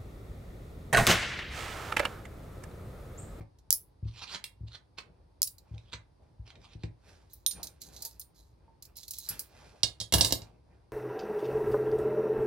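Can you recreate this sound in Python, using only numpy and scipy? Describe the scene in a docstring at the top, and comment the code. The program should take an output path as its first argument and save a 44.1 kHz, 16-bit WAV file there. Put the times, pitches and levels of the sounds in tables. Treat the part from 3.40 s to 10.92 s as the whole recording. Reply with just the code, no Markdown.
"""Coins are slid off a wooden table one by one and dropped on a pile in a cupped hand, in a small room.
Each touch is a hard click, its chatter and a short metallic ring; sliding is a rain of tiny slips.
Fingers bump the tabletop and wake its low modes; skin and sleeve rub as the hand moves.
At last one coin knocks at the slot of a money box, falls in and bounces on the coins inside;
each knock also rings the modes of the box's shell and passes into the table."""
import sys
import numpy as np
from scipy import signal
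from scipy.fft import rfft, irfft, next_fast_len
from scipy.io import wavfile
from scipy.ndimage import uniform_filter1d

SR = 44100
rng = np.random.default_rng(int(sys.argv[2]) if len(sys.argv) > 2 else 0)


def output_pcm(signal):
    """Save a mono or channel-first signal as 16-bit PCM at the path in sys.argv[1].

    Samples are clipped to [-1, 1] before scaling.
    """
    pcm = np.clip(np.atleast_2d(signal).T, -1, 1) * 32767
    wavfile.write(sys.argv[1], SR, np.round(pcm).astype(np.int16))


N = 331632
TIME = np.arange(N) / SR

# coin against the money box and its contents: start_s, level_db, treble_db, bass_db, chatter_t60_s
KNOCKS = [(6.433, 7, -11.5, -1, 0.03), (6.6014, -9, -6, -5, 0.086), (6.6116, -9, -24.5, -2, 0.044),
          (6.7238, -1, 1.5, 7, 0.062), (6.7386, 5.5, 4, 8, 0.088), (6.783, -7.5, 14, 13.5, 0.26),
          (6.8098, 7.5, -6.5, 0.5, 0.055), (6.8473, 2.5, 2, 1.5, 0.19), (6.9085, -12, -35, 7, 0.033),
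          (6.9238, 2, 1, 0, 0.009), (7.0189, -25, -14, 5, 0.054)]


def from_db(db):
    """Decibels to gain."""
    return 10 ** (np.asarray(db) / 20)


def at_hz(points, hz):
    """Read a table on a log-frequency axis."""
    f, value = np.transpose(points)
    return np.interp(np.log(np.maximum(hz, 1)), np.log(f), value)


def bins(size):
    """Frequencies of a real FFT in Hz."""
    return np.arange(size // 2 + 1) * SR / size


def add(track, s, sound):
    """Mix a sound in at a time in seconds."""
    start = max(0, round(s * SR))
    track[start:start + len(sound)] += sound[:max(0, N - start)]


def coloured(x, colour):
    """Give a noise a spectrum; rms 1."""
    size = next_fast_len(N)
    gain = from_db(at_hz(colour, bins(size)))
    y = irfft(rfft(x, size) * gain, size)[..., :N]
    return y / np.std(y)


def ring(force, hz, t60):
    """One mode: a unit click sets a damped sine of height 1 ringing."""
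    decay = from_db(-60 / (t60 * SR))   # per sample
    w = 2 * np.pi * hz / SR
    # the tiny offset keeps the resonator clear of vanishingly small numbers
    return signal.lfilter([0, np.sin(w)], [1, -2 * decay * np.cos(w), decay * decay], force + 1e-18)


def diffuse(size):
    """Stereo white noise from all sides: the ears agree more or less at each frequency."""
    # likeness of left and right: pitch_hz, correlation (0 to 1)
    room_likeness = [(120, .95), (300, .15), (1200, .05), (4500, .3), (9000, .3), (11500, .97)]
    mid, side = rfft(rng.standard_normal((2, size)))
    alike = np.clip(at_hz(room_likeness, bins(size)), 0, 1)
    common = np.sqrt((1 + alike) / 2) * mid
    opposed = np.sqrt((1 - alike) / 2) * side * [[1], [-1]]
    return irfft(common + opposed, size)


def partials(t, t60, count=13):
    """Damped partials of the coins in contact, spread over two octaves, new for each touch; energy 1."""
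    hz = 3600 * 4 ** ((np.arange(count) + rng.random(count)) / count)
    tones = np.sin(2 * np.pi * hz[:, None] * t).sum(axis=0) * from_db(-60 * t / t60)
    return tones / np.linalg.norm(tones)


def contact(colour, level_db, treble_db, bass_db, t60, snap, metal_db, metal_t60, size=4096):
    """A hard click, its dying chatter of tiny rebounds and a short metallic ring, through one body.

    The level is the energy at 3-8 kHz."""
    hz, t = bins(size), np.arange(size) / SR
    force = rng.standard_normal(size) * from_db(-60 * t / max(t60, 1e-3))   # chatter
    force[0] = snap
    force = force + from_db(metal_db) * np.linalg.norm(force) * partials(t, metal_t60)
    tilt = [(1800, bass_db), (3500, 0), (7500, 0), (11000, treble_db)]
    gain = from_db(at_hz(colour, hz) + at_hz(tilt, hz)) * (hz + 1) / (hz + 150)   # thin lows
    # minimum phase: the body answers after the touch, never ahead of it
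    cepstrum = irfft(np.log(gain))
    fold = np.r_[1, np.full(size // 2 - 1, 2), 1, np.zeros(size // 2 - 1)]
    body = np.exp(rfft(cepstrum * fold))
    sound = rfft(force) * body
    energy = np.sum(np.abs(sound[(hz > 3000) & (hz < 8000)]) ** 2) * 2 / size
    return from_db(level_db) * irfft(sound) / np.sqrt(energy)


def friction(colour, per_s, spread_db, wander_db, size=256):
    """Tiny uneven slips at random moments; resonances come and go as the contact point moves; rms 1."""
    slips = (rng.random(N) < per_s / SR) * rng.standard_normal(N)
    uneven = slips * from_db(spread_db * np.minimum(rng.exponential(1, N), 4))
    frames = signal.stft(uneven, nperseg=size)[2]
    wander = rng.standard_normal(frames.shape)
    for _ in range(2):   # smooth over neighbouring pitches, then over time
        wander = uniform_filter1d(wander, size=3, axis=0)
        wander = uniform_filter1d(wander, size=10, axis=1)
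    wandering = frames * from_db(wander_db * wander / np.std(wander))
    return coloured(signal.istft(wandering)[1][:N], colour)


def strokes(rows, swell_db, stop_t60):
    """Gain of sliding strokes: each sets in quickly, swells as it gathers speed, then dies away."""
    power = np.zeros(N)
    for stop_s, length_s, peak_db in rows:
        t = np.arange(round((length_s + stop_t60) * SR)) / SR
        swell = swell_db * np.maximum(1 - t / length_s, 0)
        dying = 60 * np.maximum(t - length_s, 0) / stop_t60
        onset = 1 - np.exp(-t / 0.0066)
        add(power, stop_s - length_s, (from_db(peak_db - swell - dying) * onset) ** 2)
    return np.sqrt(power)


def room_tail(room_db, size):
    """Diffuse noise dying at its own rate in each band, with one stronger patch of wall echoes."""
    # decay of the room: pitch_hz, t60_s
    room_t60 = [(1000, 0.25), (5000, 0.14), (14000, .18)]
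    echo_s, echo_width_s, echo_db = 0.1, 0.0079, 0.5   # the nearest walls answer together
    t, hz, noise = np.arange(size) / SR, bins(size), rfft(diffuse(size))
    centres = np.array(room_t60)[:, 0]
    tail = 0
    for share, (_, t60) in zip(np.eye(len(centres)), room_t60):
        band = irfft(noise * at_hz(np.c_[centres, share], hz))
        tail = tail + band * from_db(-60 * t / t60)
    onset = 1 - np.exp(-t / 0.00033)
    tail = tail * onset * from_db(echo_db * np.exp(-((t - echo_s) / echo_width_s) ** 2))
    return tail * from_db(room_db) / np.sqrt(np.sum(tail ** 2) / 2)


def heard(x, side, lag_s, room_db, size=16384):
    """Direct sound, right microphone first, together with the room's tail."""
    tail = room_tail(room_db, size)
    padded = next_fast_len(N + size)
    hz, ears = bins(padded), np.array([[1], [-1]])
    lag = lag_s * np.interp(hz, [9000, 11500], [1, 0])   # no lag in the top octave
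    balance = from_db(ears * at_hz(side, hz) / 2)
    balance = balance / np.sqrt(np.mean(balance ** 2, axis=0))
    direct = np.exp(-1j * np.pi * hz * lag * ears)
    return irfft(rfft(x, padded) * balance * (direct + rfft(tail, padded)), padded)[:, :N]


def room_air():
    """The room's own hum and hiss: steady diffuse noise, weighted to the bass."""
    # spectrum of the air: pitch_hz, density_db (dB per Hz)
    air_colour = [(26, -33.5), (45, 8), (114, -3), (228, -17), (306, -14), (741, -22), (902, -19),
                  (1340, -31.5), (2940, -39.5), (4800, -35), (7470, -50.5), (9320, -42), (16000, -71)]
    return from_db(-60) * coloured(diffuse(next_fast_len(N)), air_colour)


def tabletop():
    """Soft blows wake the board's low modes; the longer the contact, the duller the thud."""
    # fingers, a coin or the rocking box bump the tabletop: start_s, level_db, contact_ms
    bumps = [(.006, -42, 0.24), (2.542, -46.5, 0.78), (2.994, -44.5, 4.2), (3.353, -43.5, 0.52),
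             (3.438, -34.5, 0.22), (6.752, -25.5, 0.78)]
    # the hand lands to take a coin, one finger and then the next: start_s, level_db
    landings = [(.627, -35.5), (1.207, -41.5), (2.311, -42.5)]
    # modes of the board: pitch_hz, level_db, t60_s
    table_modes = [(79, -8, 0.043), (108, 0.5, 0.034), (112.7, 0.5, 0.22), (159, -10, 0.21),
                   (227.9, 1, 0.019), (321.8, -1.5, 0.098), (470, -19, 0.11)]
    finger_gap_s, finger_contact_ms = 0.02715, 1.47
    # each knock passes through the box into the table, the more so the harder and heavier it is
    box_thud_db, follows_level, follows_bass, box_contact_ms = -43, 0.38, 1, 0.94
    blows = list(bumps)
    for s, level_db in landings:
        for delay_s in (0, finger_gap_s):
            blows.append((s + delay_s, level_db, finger_contact_ms))
    for s, level_db, _, bass_db, _ in KNOCKS:
        thud_db = box_thud_db + follows_level * level_db + follows_bass * bass_db
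        blows.append((s, thud_db, box_contact_ms))

    force, t = np.zeros(N), TIME[:SR // 20]
    main_hz = table_modes[2][0]
    for s, level_db, contact_ms in blows:
        push = t * np.exp(-1000 * t / contact_ms)
        at_main_mode = abs(np.sum(push * np.exp(2j * np.pi * main_hz * t)))
        add(force, s, from_db(level_db) * push / at_main_mode)
    return sum(from_db(db) * ring(force, hz, t60) for hz, db, t60 in table_modes)


def table_coins():
    """A coin grates over the grain in fits, then its rim taps the wood as it is lifted."""
    # a coin's edge tips and taps on the wood: start_s, level_db, treble_db, bass_db, chatter_t60_s
    taps = [(0.008, -51.5, 24, 18, 0.037), (1.0409, -13.5, 16.5, -9.5, 0.027),
            (1.347, -42.5, -9.5, 19, 0.016), (1.5831, -22, 4, 8, 0.06), (2.3806, -31, -8.5, -1.5, 0.0099),
            (2.5361, -20, -41, 10, 0.038), (3.1553, -34.5, -36, 3.5, 0.027), (3.4348, -25, -10, 4.5, 0.038)]
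    # spectrum of a tap: pitch_hz, level_db
    tap_colour = [(300, -5.5), (800, -7), (1400, -13), (2200, 1.5), (2800, -4.5), (4200, 0.5), (6000, -13),
                  (8500, -13.5), (12000, -35.5), (16000, -37)]
    # a coin is pulled over the wood, gathers speed and sticks: stop_s, length_s, peak_db
    drags = [(.69, 0.052, -56.5), (.795, 0.096, -48.5), (.838, 0.049, -38.5), (.958, 0.094, -34),
             (1.284, 0.024, -55), (1.355, 0.052, -47.5), (1.587, 0.016, -36), (2.348, 0.017, -59),
             (2.5, .13, -64.5), (2.536, 0.02, -38.5), (3.08, 0.031, -53), (3.105, 0.019, -52),
             (3.255, 0.065, -54), (3.338, 0.09, -57.5), (3.43, 0.047, -66)]
    # spectrum of the scrape: pitch_hz, level_db
    drag_colour = [(300, -5.5), (700, -5.5), (1100, -2.5), (1600, -6.5), (2700, 0), (4200, 3), (7000, -13),
                   (10000, -22.5), (15000, -47)]
    out = np.zeros(N)
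    for s, level_db, treble_db, bass_db, t60 in taps:
        tap = contact(tap_colour, level_db, treble_db, bass_db, t60,
                      snap=0.66, metal_db=-10.5, metal_t60=0.022)
        add(out, s, tap)
    sliding = strokes(drags, swell_db=20, stop_t60=0.029)
    return out + sliding * friction(drag_colour, per_s=3000, spread_db=2.8, wander_db=3.5)


def hand():
    """Skin rubs dully on skin; the sleeve swishes over paper and wood, each as loud as the move is fast."""
    # moves of the hand: fastest_s, length_s, rub_db (dull), swish_db (bright)
    moves = [(.01, 0.04, -50.5, -70), (1.674, 0.36, -65.5, -104), (2.304, 0.46, -64.5, -79.5),
             (2.83, 0.17, -64.5, -82), (3.158, .45, -60.5, -80.5), (3.69, .2, -57.5, -62.5),
             (4.172, 0.2, -51, -62), (4.507, 0.36, -57.5, -68.5), (5.245, 0.39, -68, -97),
             (5.48, 0.17, -60, -94), (5.915, 0.11, -48, -48), (6.19, 0.43, -56, -61.5),
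             (7.02, 0.16, -52, -71), (7.312, 0.3, -63.5, -83)]
    # spectrum of the dull rub: pitch_hz, level_db
    rub_colour = [(60, 15.5), (120, 7.5), (220, 6), (400, 6), (750, 3.5), (1300, -10.5), (2500, -12),
                  (6000, -44.5)]
    # spectrum of the bright swish: pitch_hz, density_db (dB per Hz)
    swish_colour = [(600, -6.5), (1600, 4), (3000, -1.5), (5000, 1), (7500, -8.5), (10000, -9.5),
                    (15000, -33)]
    rise, slope_db = 0.3, 13   # share of the length spent speeding up; drop at either end
    rub, swish = 0, 0
    for s, length_s, rub_db, swish_db in moves:
        phase = (TIME - s) / length_s
        speed = from_db(-slope_db * np.maximum(-phase / rise, phase / (1 - rise)))
        rub = np.maximum(rub, from_db(rub_db) * speed)
        swish = np.maximum(swish, from_db(swish_db) * speed)
    skin = rub * friction(rub_colour, per_s=2700, spread_db=1.0, wander_db=4.0)
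    sleeve = swish * friction(swish_colour, per_s=5800, spread_db=3.5, wander_db=0.0)
    return skin + sleeve


def palm_coins():
    """Coins damped by the hand click and slide; now and then one rings freely, or the box is brushed."""
    # coin on coin in the palm: start_s, level_db, treble_db
    clinks = [(0.186, -41, -2), (0.3062, 2.5, 4.5), (0.3273, -2.5, 12.5), (0.3338, -12.5, 11),
              (2.0192, -0.5, 5.5), (2.030, -1, 8.5), (2.073, -14.5, 6), (2.182, -30, 2.5),
              (3.934, -34, 17.5), (4.0637, 1.5, -2.5), (4.1103, -10.5, 0), (4.2301, -11.5, 2.5),
              (4.27, -18.5, 0), (4.417, -18, 2.5), (4.564, -21.5, -2.5), (4.622, -13.5, 4),
              (4.65, -12.5, 4.5), (4.796, -24, 12.5), (4.813, -23.5, 0.5), (5.424, -22.5, 3),
              (5.452, -28.5, 5), (5.568, -24, 8), (5.6322, -21.5, -2.5), (5.6805, -18.5, 3),
              (5.708, -16, 9.5), (5.7362, -17.5, 1.5), (5.7847, -19, 9.5), (5.888, -10.5, 6.5),
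              (5.9934, -13, 9)]
    # spectrum of a clink: pitch_hz, level_db
    clink_colour = [(400, -16.5), (1000, -28.5), (2000, -16), (3000, -10.5), (4000, 8.5), (5200, 4),
                    (7000, 4), (9000, -2), (12000, -2.5), (14000, -4.5), (16000, -20)]
    # a hard hit rests at once; a gentler one chatters on, the merest touch less: level_db, chatter_t60_s
    chatter = [(-13.5, 0.047), (-12, 0.087), (11.5, 0.006), (-4, 0.002)]
    # free rings: start_s, what rings, level_db
    rings = [(.3335, "small coin", -28.5), (1.042, "lifted coin", -45), (2.029, "small coin", -30),
             (4.064, "middle coin", -23), (4.231, "middle coin", -43.5), (4.655, "brushed box", -55),
             (4.658, "thick coin", -40.5), (4.796, "middle coin", -47.5), (5.28, "brushed box", -57),
             (5.889, "thick coin", -28.5), (6.611, "coin in slot", -42)]
    # what rings on when nothing damps it, by name: pitch_hz, level_db
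    free_modes = {"small coin": [(10690, 0), (10815, -3)], "middle coin": [(9255, 0), (13005, -6)],
                  "thick coin": [(11475, 0), (11215, -9), (9425, -7)], "lifted coin": [(2750, 0)],
                  "coin in slot": [(3290, 0), (10760, -6)], "brushed box": [(904, 0)]}
    # the fingers push coins over each other in the palm: stop_s, length_s, peak_db
    shuffles = [(3.93, 0.035, -65), (4.44, 0.038, -54), (4.66, 0.14, -55), (4.99, 0.046, -63.5),
                (5.58, 0.028, -50), (5.86, 0.16, -51), (6.035, 0.45, -66)]
    out = np.zeros(N)
    for s, level_db, treble_db in clinks:
        # the duller clinks come from the larger, lower coins
        pitch = 2 ** (0.035 * np.clip(treble_db, -10, 10))
        t60 = np.interp(level_db, *np.transpose(chatter))
        clink = contact(np.array(clink_colour) * [pitch, 1], level_db, treble_db, 0, t60,
                        snap=0.43, metal_db=-18.5, metal_t60=0.06)
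        add(out, s, clink)
    t, ring_t60_s = TIME[:SR // 2], 0.16
    for s, name, level_db in rings:
        for hz, db in free_modes[name]:
            add(out, s, from_db(level_db + db - 60 * t / ring_t60_s) * np.sin(2 * np.pi * hz * t))
    sliding = strokes(shuffles, swell_db=3.5, stop_t60=0.36)
    return out + sliding * friction(clink_colour, per_s=2400, spread_db=2.0, wander_db=-2.0)


def money_box():
    """Each knock clicks and sets the shell ringing, every mode with a strength of its own."""
    # spectrum of a knock: pitch_hz, level_db
    knock_colour = [(280, 3), (400, -6.5), (550, -3.5), (1000, -7.5), (1500, -24), (2300, -20),
                    (3100, -9.5), (4000, 0.5), (4900, 2), (6000, -5), (8000, -3), (10000, -6.5),
                    (11500, -20.5), (13500, -12.5), (16000, -21)]
    # modes of the shell: pitch_hz, level_db
    box_modes = [(250, -16), (470, -15), (535, -16), (670, -16), (1120, -16), (1656, -16), (1686, -16),
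                 (1916, -21), (2145, -11), (2848, -5), (3045, -11), (3287, -4), (3715, -5), (3768, -5),
                 (3857, -5), (3997, -4), (4260, -8), (4764, -1), (5106, -6), (6950, -8), (9747, -13)]
    box_t60_s, shell_db = 0.072, -35.5
    out, pushes = np.zeros(N), np.zeros((len(box_modes), N))
    mode_hz = np.array(box_modes)[:, 0]
    for s, level_db, treble_db, bass_db, t60 in KNOCKS:
        knock = contact(knock_colour, level_db, treble_db, bass_db, t60,
                        snap=0.44, metal_db=-1.5, metal_t60=0.024)
        add(out, s, knock)
        # a heavy knock favours the low modes
        strength_db = level_db + bass_db * (mode_hz < 3200) + rng.normal(0, 2.5, len(mode_hz))
        pushes[:, round(s * SR)] = from_db(strength_db) * rng.choice([-1, 1], len(mode_hz))
    shell = sum(from_db(db) * ring(push, hz, box_t60_s) for push, (hz, db) in zip(pushes, box_modes))
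    return out + from_db(shell_db) * shell


def scene():
    """Palm, table and money box in one room, over its air."""
    # how palm and box reach the two microphones: pitch_hz, left_minus_right_db
    near_side = [(800, -0.5), (2400, -2.5), (4300, -9.5), (8000, -4), (12000, 1)]
    # the same for the table and the moving hand: pitch_hz, left_minus_right_db
    table_side = [(700, 1), (4300, -6), (8000, -3.5)]
    lag_s = 4.2e-5   # left after right
    palm = heard(palm_coins(), near_side, lag_s, room_db=-8)
    box = heard(money_box(), near_side, lag_s, room_db=-2.0)
    table = heard(table_coins() + hand() + tabletop(), table_side, lag_s, room_db=-2.5)
    return palm + box + table + room_air()


def record(dry):
    """The microphones drop the deep bass, which makes thuds sink in pitch; the top is cut steeply."""
    low_cut = signal.butter(5, 52, "high", fs=SR, output="sos")   # Hz
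    top_cut = signal.ellip(10, .2, 80, 16200, fs=SR, output="sos")   # ripple dB, stop dB, Hz
    thinned = signal.sosfilt(low_cut, dry)
    return signal.sosfilt(top_cut, thinned)


dry = scene()
out = record(dry)
output_pcm(out)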